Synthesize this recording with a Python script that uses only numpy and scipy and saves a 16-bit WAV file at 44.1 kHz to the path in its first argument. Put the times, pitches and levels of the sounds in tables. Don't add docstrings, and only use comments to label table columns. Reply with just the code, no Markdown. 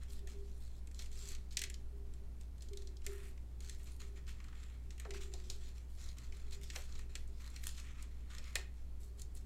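import sys
import numpy as np
from scipy import signal
from scipy.fft import rfft, irfft, next_fast_len
from scipy.io import wavfile
from scipy.ndimage import uniform_filter1d, map_coordinates

SR = 44100
rng = np.random.default_rng(int(sys.argv[2]) if len(sys.argv) > 2 else 0)


def level_to_linear(level):
    exponent = np.asarray(level, float) / 20
    return 10 ** exponent


def to_wav(sig):
    pcm = np.clip(np.atleast_2d(sig), -1, 1) * 32767
    pcm = np.round(pcm).astype(np.int16)
    wavfile.write(sys.argv[1], SR, pcm.T)


N = 416789

# start/s, length/s, crinkling level/dB,
# brightness/dB (bending is bright, flat sliding dull)
STROKES = [(0.0, 0.033, -70.5, -2.5), (0.07, 0.11, -70, 7), (0.269, 0.068, -64, 8), (0.37, 0.42, -74, 26),
           (0.6, 0.037, -74, 8), (0.945, .03, -61, 14), (0.984, 0.021, -55, 10.5), (1.11, 0.14, -62.5, 15),
           (1.2, 0.099, -56.5, 13.5), (1.3, 0.054, -61, 4), (1.5, 0.039, -65.5, 9), (1.6, 0.046, -63, 13),
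           (2.04, 0.1, -83, 4), (2.39, 0.034, -74, 10), (2.61, 0.02, -65.5, 11), (2.75, 0.16, -76.5, 4),
           (3.03, 0.049, -64.5, 10), (3.08, 0.18, -71, -4.5), (3.29, 0.038, -74.5, 0),
           (3.609, 0.12, -63.5, 9), (3.71, 0.026, -61.5, 16), (3.789, 0.012, -68.5, -1),
           (3.848, 0.043, -61.5, 7.5), (3.988, 0.033, -59.5, 3), (4.15, 0.026, -68.5, -1),
           (4.268, 0.026, -64.5, -0.5), (4.33, 0.35, -75.5, -2.5), (4.62, 0.14, -75.5, -3.5),
           (4.9, 0.022, -72.5, 2), (4.99, 0.077, -73, -5), (5.128, 0.038, -59, 0), (5.198, 0.019, -53.5, 7),
           (5.309, 0.097, -67, 4), (5.428, 0.12, -63, 12), (5.598, 0.092, -65, 5), (5.74, 0.069, -70.5, 2),
           (5.87, 0.18, -73, 14), (5.968, 0.13, -63.5, 7), (6.158, 0.11, -67.5, 4), (6.32, .15, -70.5, 2),
           (6.51, 0.035, -61, 5), (6.613, 0.21, -64, 9), (6.72, 0.054, -60, 0), (6.77, 0.048, -61, 6),
           (6.878, .14, -66.5, 2.5), (7.08, 0.097, -70.5, 1), (7.26, 0.2, -74.5, 7),
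           (7.389, 0.085, -65, 0.5), (7.5, 0.2, -70, 2), (7.625, 0.18, -61, 11), (7.768, 0.025, -56.5, 3),
           (7.83, 0.074, -67.5, -3), (7.94, 0.11, -71.5, -4), (8.1, 0.21, -78, -3),
           (8.29, 0.091, -65, -2.5), (8.41, 0.21, -65, -0.5), (8.76, 0.11, -81, 1.5),
           (9.0, 0.037, -71.5, 26), (9.174, 0.017, -64, 24), (9.349, 0.029, -67, 12)]
# start/s, length/s, level/dB
BRUSHES = [(0.084, 0.044, -66.5), (0.532, 0.098, -74), (1.217, 0.11, -75), (3.07, 0.23, -69.5),
           (3.685, 0.038, -71), (3.77, .04, -73), (3.82, 0.14, -73), (5.488, 0.046, -75),
           (5.884, 0.068, -71.5), (6.738, 0.041, -58), (7.396, .06, -71), (7.148, 0.046, -74),
           (7.611, 0.095, -66), (8.991, 0.049, -69), (9.167, 0.036, -70), (9.337, 0.024, -64.5)]
# f/Hz, width/Hz, level/dB
COLOUR_PEAKS = [(1300, 260, -2), (1860, 60, 1.5), (2216, 490, -0.5), (2570, 96, 1), (3330, 690, -2),
                (4170, 220, 6.5), (5200, 2800, 0), (7460, 1280, 10.5), (9200, 250, 4), (12400, 500, -4),
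                (14300, 1000, -16.5)]
# f/Hz, density/dB
SLIDING_SPECTRUM = [(500, -37), (1000, 0.5), (2200, 0.5), (3500, -7), (6000, -43.5)]
CRINKLING_SPECTRUM = [(2000, 1), (3500, 10), (6000, 6), (9000, -2), (11000, -1)]
AIRY_SPECTRUM = [(7000, -20.5), (10000, -9.5), (13500, -6), (15800, -17)]
# f/Hz, level/dB rms
HUM_LINES = [(60, -48.5), (120, -71), (180, -84.5), (300, -83.5)]
# f/Hz, density/dB
RUMBLE_SPECTRUM = [(4, -60), (10, 1), (15, 0), (22, -4), (30, -20), (50, -16), (80, -21.5), (150, -28.5),
                   (250, -33.5), (400, -45)]
HISS_SPECTRUM = [(250, -18.5), (400, -15), (700, -17.5), (1200, -23.5), (2500, -29.5), (7500, -33),
                 (10500, -35), (13000, -37.5), (16000, -72)]
# f/Hz, level/dB, free t60/s
DESK_MODES = [(399.5, 4, 1.08), (367, -7, 2.5), (345, -18.5, 1.6)]
# f/Hz, t60/s
ROOM_DECAY = [(300, 0.36), (2000, 0.33), (6000, 0.23), (14000, 0.084)]
# t/s, peak of the middle band/dB, body re that/dB, edge re that/dB
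SNAPS = [(0.0326, -55, -4, 3), (0.1042, -50.5, -24, -12), (0.2723, -46.5, -3.5, -2),
         (0.3164, -52.5, -7, -5), (0.872, -53.5, -5, 2.5), (0.913, -55.5, -2.5, 1),
         (0.9448, -47.5, -21, -2), (0.991, -39, -14, -7), (1.0208, -46, -6, -2), (1.0587, -50, -8, -2),
         (1.1152, -55, -5, 3), (1.155, -55, -4, 3), (1.19, -45.5, -10, -3), (1.227, -50, -18, -13),
         (1.287, -42, -17, 3), (1.318, -45, -11, 1), (1.349, -44, -6, -2), (1.508, -52.5, -9, -9),
         (1.5304, -62.5, 4, 6), (1.5698, -23.5, -8, -2), (1.591, -32, -11, -2), (1.6163, -31, -4, -1.5),
         (1.6369, -32, -4, -2), (1.699, -44.5, -0.5, 5.5), (1.741, -38.5, -12, -10), (2.137, -55, -9, -2),
         (2.4104, -52.5, -10, 0.5), (2.5805, -59, -8, 0), (2.607, -51.5, -15, -17),
         (2.6209, -44.5, -19, -4), (2.6853, -49.5, -23, -8), (2.7325, -47, -7.5, -1.5),
         (2.7715, -42.5, -15, -2), (2.82, -49, -14, -6), (2.872, -46.5, -18, -9), (2.968, -50.5, -27, -10),
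         (3.018, -57, -3, -4), (3.0642, -35.5, -4.5, 3), (3.3758, -57, -2, -15), (3.6046, -47.5, -7, 1.5),
         (3.6951, -40, -8, 1), (3.8317, -61, -8, 7), (3.87, -52, -5, -5), (3.8964, -66, -5, -5),
         (3.923, -60, -16, -12), (4.2667, -54.5, -3, -14), (4.4013, -54, 2.5, -12), (4.4413, -51, -6, -3),
         (4.4836, -55, -17, -12), (4.5273, -64, 7, -10), (4.9053, -46, -4.5, -11), (4.979, -53.5, 0, 0),
         (4.9978, -43.5, -3, 3.5), (5.0499, -50, 1, -16), (5.106, -39, -6, -8), (5.1367, -46, -13, -11),
         (5.3372, -38.5, -11, -3.5), (5.4995, -32.5, -34, -5.5), (6.088, -46.5, -15, -13),
         (6.1834, -47.5, -7, -0.5), (6.322, -50.5, 2, -10), (6.368, -59, -6, 6), (6.5091, -51, -6, -1),
         (6.5296, -50, -9, 1), (6.6129, -57, 2, 5), (6.7005, -39, -2.5, -8), (6.7593, -33.5, -4.5, -7),
         (6.9232, -47.5, -17, -11), (6.9526, -48, -7, -10), (6.9914, -47, -4, 0.5),
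         (7.1531, -33.5, -5.5, -2.5), (7.2759, -66.5, -17, 9), (7.501, -56.5, -10, 4.5),
         (7.5616, -41.5, -6, -5), (7.6335, -51.5, 3, 1), (7.6909, -39, -9.5, -5), (8.025, -49.5, -7, 6),
         (8.3124, -53, -16, -10), (8.3824, -41, -12, -6), (8.4407, -50, -21, -8), (8.5546, -21.5, -7, -5),
         (9.0319, -55, -19, -2), (9.195, -51, -8, 4), (9.2169, -43.5, -21, 4), (9.3724, -54.5, -20, 7.5)]
# t/s, level/dB, share of the free t60 left by resting hands
PRESSES = [(0.098, -65, 0.94), (0.229, -61, 0.76), (0.353, -53, 0.57), (1.233, -65, 0.87),
           (1.601, -60.5, 0.76), (1.976, -63, 0.55), (2.725, -53, 0.6), (3.085, -52.5, 0.55),
           (4.038, -63.5, 0.68), (4.873, -68, 0.82), (5.084, -47, 0.85), (6.56, -72, 0.75),
           (6.761, -69, 0.53), (8.055, -70.5, 0.56), (8.583, -62, 0.54)]
# t/s, peak/dB
THUDS = [(0.272, -67), (0.317, -65), (1.570, -60), (3.063, -58), (5.051, -46), (5.106, -52), (5.137, -63),
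         (5.338, -54.5), (5.500, -60), (6.528, -68), (6.760, -49), (7.153, -61), (8.382, -61), (8.554, -44)]
# t/s, peak/dB
TICKS = [(4.4003, -57), (4.4443, -58), (4.4825, -57), (4.5281, -56), (5.0507, -48), (5.143, -49),
         (6.753, -48), (6.9493, -59), (6.992, -53), (8.5548, -42)]

ATTACK_S, RELEASE_T60_S = 0.013, 0.23
SETTLE_DB, SETTLE_BRIGHT_DB, SETTLE_T60_S = -22, 17, 0.1
RESTING_DB, RESTING_BRIGHT_DB = -84, 0.5
AIRY_DB, AIRY_DB_PER_BRIGHT_DB = -13, 0.1
CATCHES_PER_S, CATCH_T60_S = 150, 0.01
HISS_OVER_CATCHES, FLUTTER_DB = 1.9, 2.2
BURST_RISE_S = 0.0007
PRESS_SCATTER_DB = 2.1
ROOM_DB, ROOM_DELAY_SAMPLES = -12.0, 250
TOP_HZ = 15850


def unit(x):
    return x / np.sqrt(np.mean(x ** 2) + 1e-20)


def along(points, hz):
    f, v = np.transpose(points)
    return np.interp(np.log(hz + 1), np.log(f + 1), v)


def filtered(x, response):
    m = next_fast_len(x.shape[-1] + 8192)
    return irfft(rfft(x, m) * response(np.fft.rfftfreq(m, 1 / SR)), m)[..., :x.shape[-1]]


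def band(x, lo_hz, hi_hz):
    sos = signal.butter(3, [lo_hz, hi_hz], "bandpass", fs=SR, output="sos")
    return signal.sosfilt(sos, x)


def coloured(spectrum):
    return unit(filtered(rng.standard_normal(N), lambda hz: level_to_linear(along(spectrum, hz))))


def wobble(rate_hz):
    knots = rng.standard_normal(int(N * rate_hz / SR) + 4)
    return map_coordinates(knots, [np.arange(N) * rate_hz / SR])


def peaks(f, modes):
    return np.sqrt(sum(level_to_linear(2 * db) / (1 + (2 * (f - c) / w) ** 2) for c, w, db in modes))


def shared_colour(f):
    return peaks(f, COLOUR_PEAKS)


def laid(s, rows):
    at = np.round(s * SR).astype(int)[:, None] + np.arange(rows.shape[1])
    return np.bincount(at.ravel(), rows.ravel(), N + 2 * SR)[:N]


def peak(rows, level_db):
    return rows / np.abs(rows).max(axis=1, keepdims=True) * level_to_linear(level_db)[:, None]


def burst(t, t60_s):
    return level_to_linear(-60 * t / t60_s) * (1 - np.exp(-t / BURST_RISE_S))


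def swell(s, length_s, db):
    t = np.arange(SR // 2) / SR
    rise = np.clip(t / ATTACK_S, 0, 1) ** 2
    fall = level_to_linear(-60 * np.maximum(t - length_s[:, None], 0) / RELEASE_T60_S)
    return laid(s, (level_to_linear(db)[:, None] * rise * fall) ** 2)


def layer_offsets(bright_db):
    return -bright_db, 0 * bright_db, AIRY_DB + AIRY_DB_PER_BRIGHT_DB * bright_db


def motion():
    s, length_s, db, bright_db = np.transpose(STROKES)
    snap_s, snap_db = np.transpose(SNAPS)[:2]
    decay = level_to_linear(-60 * np.arange(SR // 2) / SR / SETTLE_T60_S)
    offsets = zip(layer_offsets(bright_db), layer_offsets(SETTLE_BRIGHT_DB), layer_offsets(RESTING_BRIGHT_DB))
    powers = []
    for stroke_off, settle_off, rest_off in offsets:
        strokes = swell(s, length_s, db + stroke_off)
        settling = laid(snap_s, (level_to_linear(snap_db + SETTLE_DB + settle_off)[:, None] * decay) ** 2)
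        powers.append(strokes + settling + level_to_linear(RESTING_DB + rest_off) ** 2)
    slide, crinkle, airy = powers
    return np.sqrt([slide, crinkle, airy + swell(*np.transpose(BRUSHES))])


def friction(grain, spectrum, patchy_db):
    z = signal.stft(grain * rng.standard_normal(N), nperseg=256)[2]
    field = uniform_filter1d(rng.standard_normal(z.shape), size=3, axis=0)
    field = uniform_filter1d(field, size=24, axis=1)
    noise = signal.istft(z * level_to_linear(patchy_db * unit(field)), nperseg=256)[1][:N]
    return unit(filtered(noise, lambda hz: shared_colour(hz) * level_to_linear(along(spectrum, hz))))


def rustle():
    catches = (rng.random(N) < CATCHES_PER_S / SR) * level_to_linear(3 * rng.exponential(size=N))
    decay = level_to_linear(-60 * np.arange(SR // 30) / SR / CATCH_T60_S)
    ticking = unit(signal.fftconvolve(catches, decay)[:N])
    grain = (HISS_OVER_CATCHES + ticking) * level_to_linear(FLUTTER_DB * wobble(25))
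    layers = [friction(grain ** 0.6, SLIDING_SPECTRUM, 1.8),
              friction(grain, CRINKLING_SPECTRUM, 2.5),
              friction(grain ** 1.3, AIRY_SPECTRUM, 3)]
    return sum(gain * layer for gain, layer in zip(motion(), layers))


def hum():
    t = np.arange(N) / SR
    lines = sum(np.sqrt(2) * level_to_linear(db) * np.sin(2 * np.pi * hz * t) for hz, db in HUM_LINES)
    return lines * level_to_linear(0.24 * wobble(4))


def rumble():
    return level_to_linear(-47.0) * coloured([(1, -68)] + RUMBLE_SPECTRUM + [(900, -67)])


def hiss():
    return level_to_linear(-72.5) * coloured(HISS_SPECTRUM)


def desk_murmur():
    modes = [(hz, 8, db) for hz, db, _ in DESK_MODES]
    murmur = filtered(rng.standard_normal(N), lambda f: peaks(f, modes))
    return level_to_linear(-77.5 + 4.5 * wobble(3.0)) * unit(murmur)


def room(x):
    out, step = np.zeros(N + SR), SR // 4
    for start in range(0, N, step):
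        hz, t, z = signal.stft(rng.standard_normal(SR // 2), SR, nperseg=256)
        decay = level_to_linear(-60 * t / along(ROOM_DECAY, hz)[:, None])
        tail = signal.istft(z * decay, SR, nperseg=256)[1]
        wet = signal.fftconvolve(x[start:start + step], tail / np.linalg.norm(tail))
        out[start + ROOM_DELAY_SAMPLES:][:len(wet)] += wet
    return out[:N]


def snaps():
    s, db, body_db, edge_db = np.transpose(SNAPS)
    t = np.arange(SR // 20) / SR
    crackle = filtered(rng.standard_normal((len(s), len(t))), shared_colour)
    body = peak(band(crackle * burst(t, 0.036), 1674, 3100), db + body_db)
    middle = peak(band(crackle * burst(t, 0.021), 2950, 6250), db)
    edge = peak(band(crackle * burst(t, 0.017), 5700, 15000), db + edge_db)
    return laid(s, body + middle + edge)


def desk_ring():
    out, t = np.zeros(N + 2 * SR), np.arange(SR) / SR
    chance = rng.standard_normal((len(PRESSES), len(DESK_MODES)))
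    rise = 1 - np.exp(-t / 0.01)
    for (s, db, free), row in zip(PRESSES, chance):
        ring = 0
        for (hz, mode_db, t60_s), c in zip(DESK_MODES, row):
            level_db = mode_db + PRESS_SCATTER_DB * c - 60 * t / (free * t60_s)
            ring = ring + level_to_linear(level_db) * np.sin(2 * np.pi * hz * t)
        out[round((s - 0.015) * SR):][:len(t)] += level_to_linear(db) * ring * rise
    return out[:N] * level_to_linear(2.2 * wobble(18))


def thuds():
    s, db = np.transpose(THUDS)
    t = np.arange(SR // 20) / SR
    puff = rng.standard_normal((len(s), len(t))) * burst(t, 0.17)
    return laid(s, peak(band(puff, 337, 810), db))


def ticks():
    s, db = np.transpose(TICKS)
    t = np.arange(SR // 20) / SR
    card = filtered(rng.standard_normal((len(s), len(t))), shared_colour) * burst(t, 0.061)
    return laid(s, peak(band(card, 860, 1720), db))


def scene():
    paper = rustle() + snaps() + thuds() + ticks()
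    desk = desk_murmur() + desk_ring()
    background = hum() + rumble() + hiss()
    return (paper + level_to_linear(ROOM_DB) * room(paper) + desk + background)[None]


def roll_off(x):
    return signal.sosfilt(signal.butter(12, 16370, fs=SR, output="sos"), x)


def record(dry):
    mix = filtered(dry, lambda hz: hz < TOP_HZ)
    return roll_off(mix)


dry = scene()
out = record(dry)
to_wav(out)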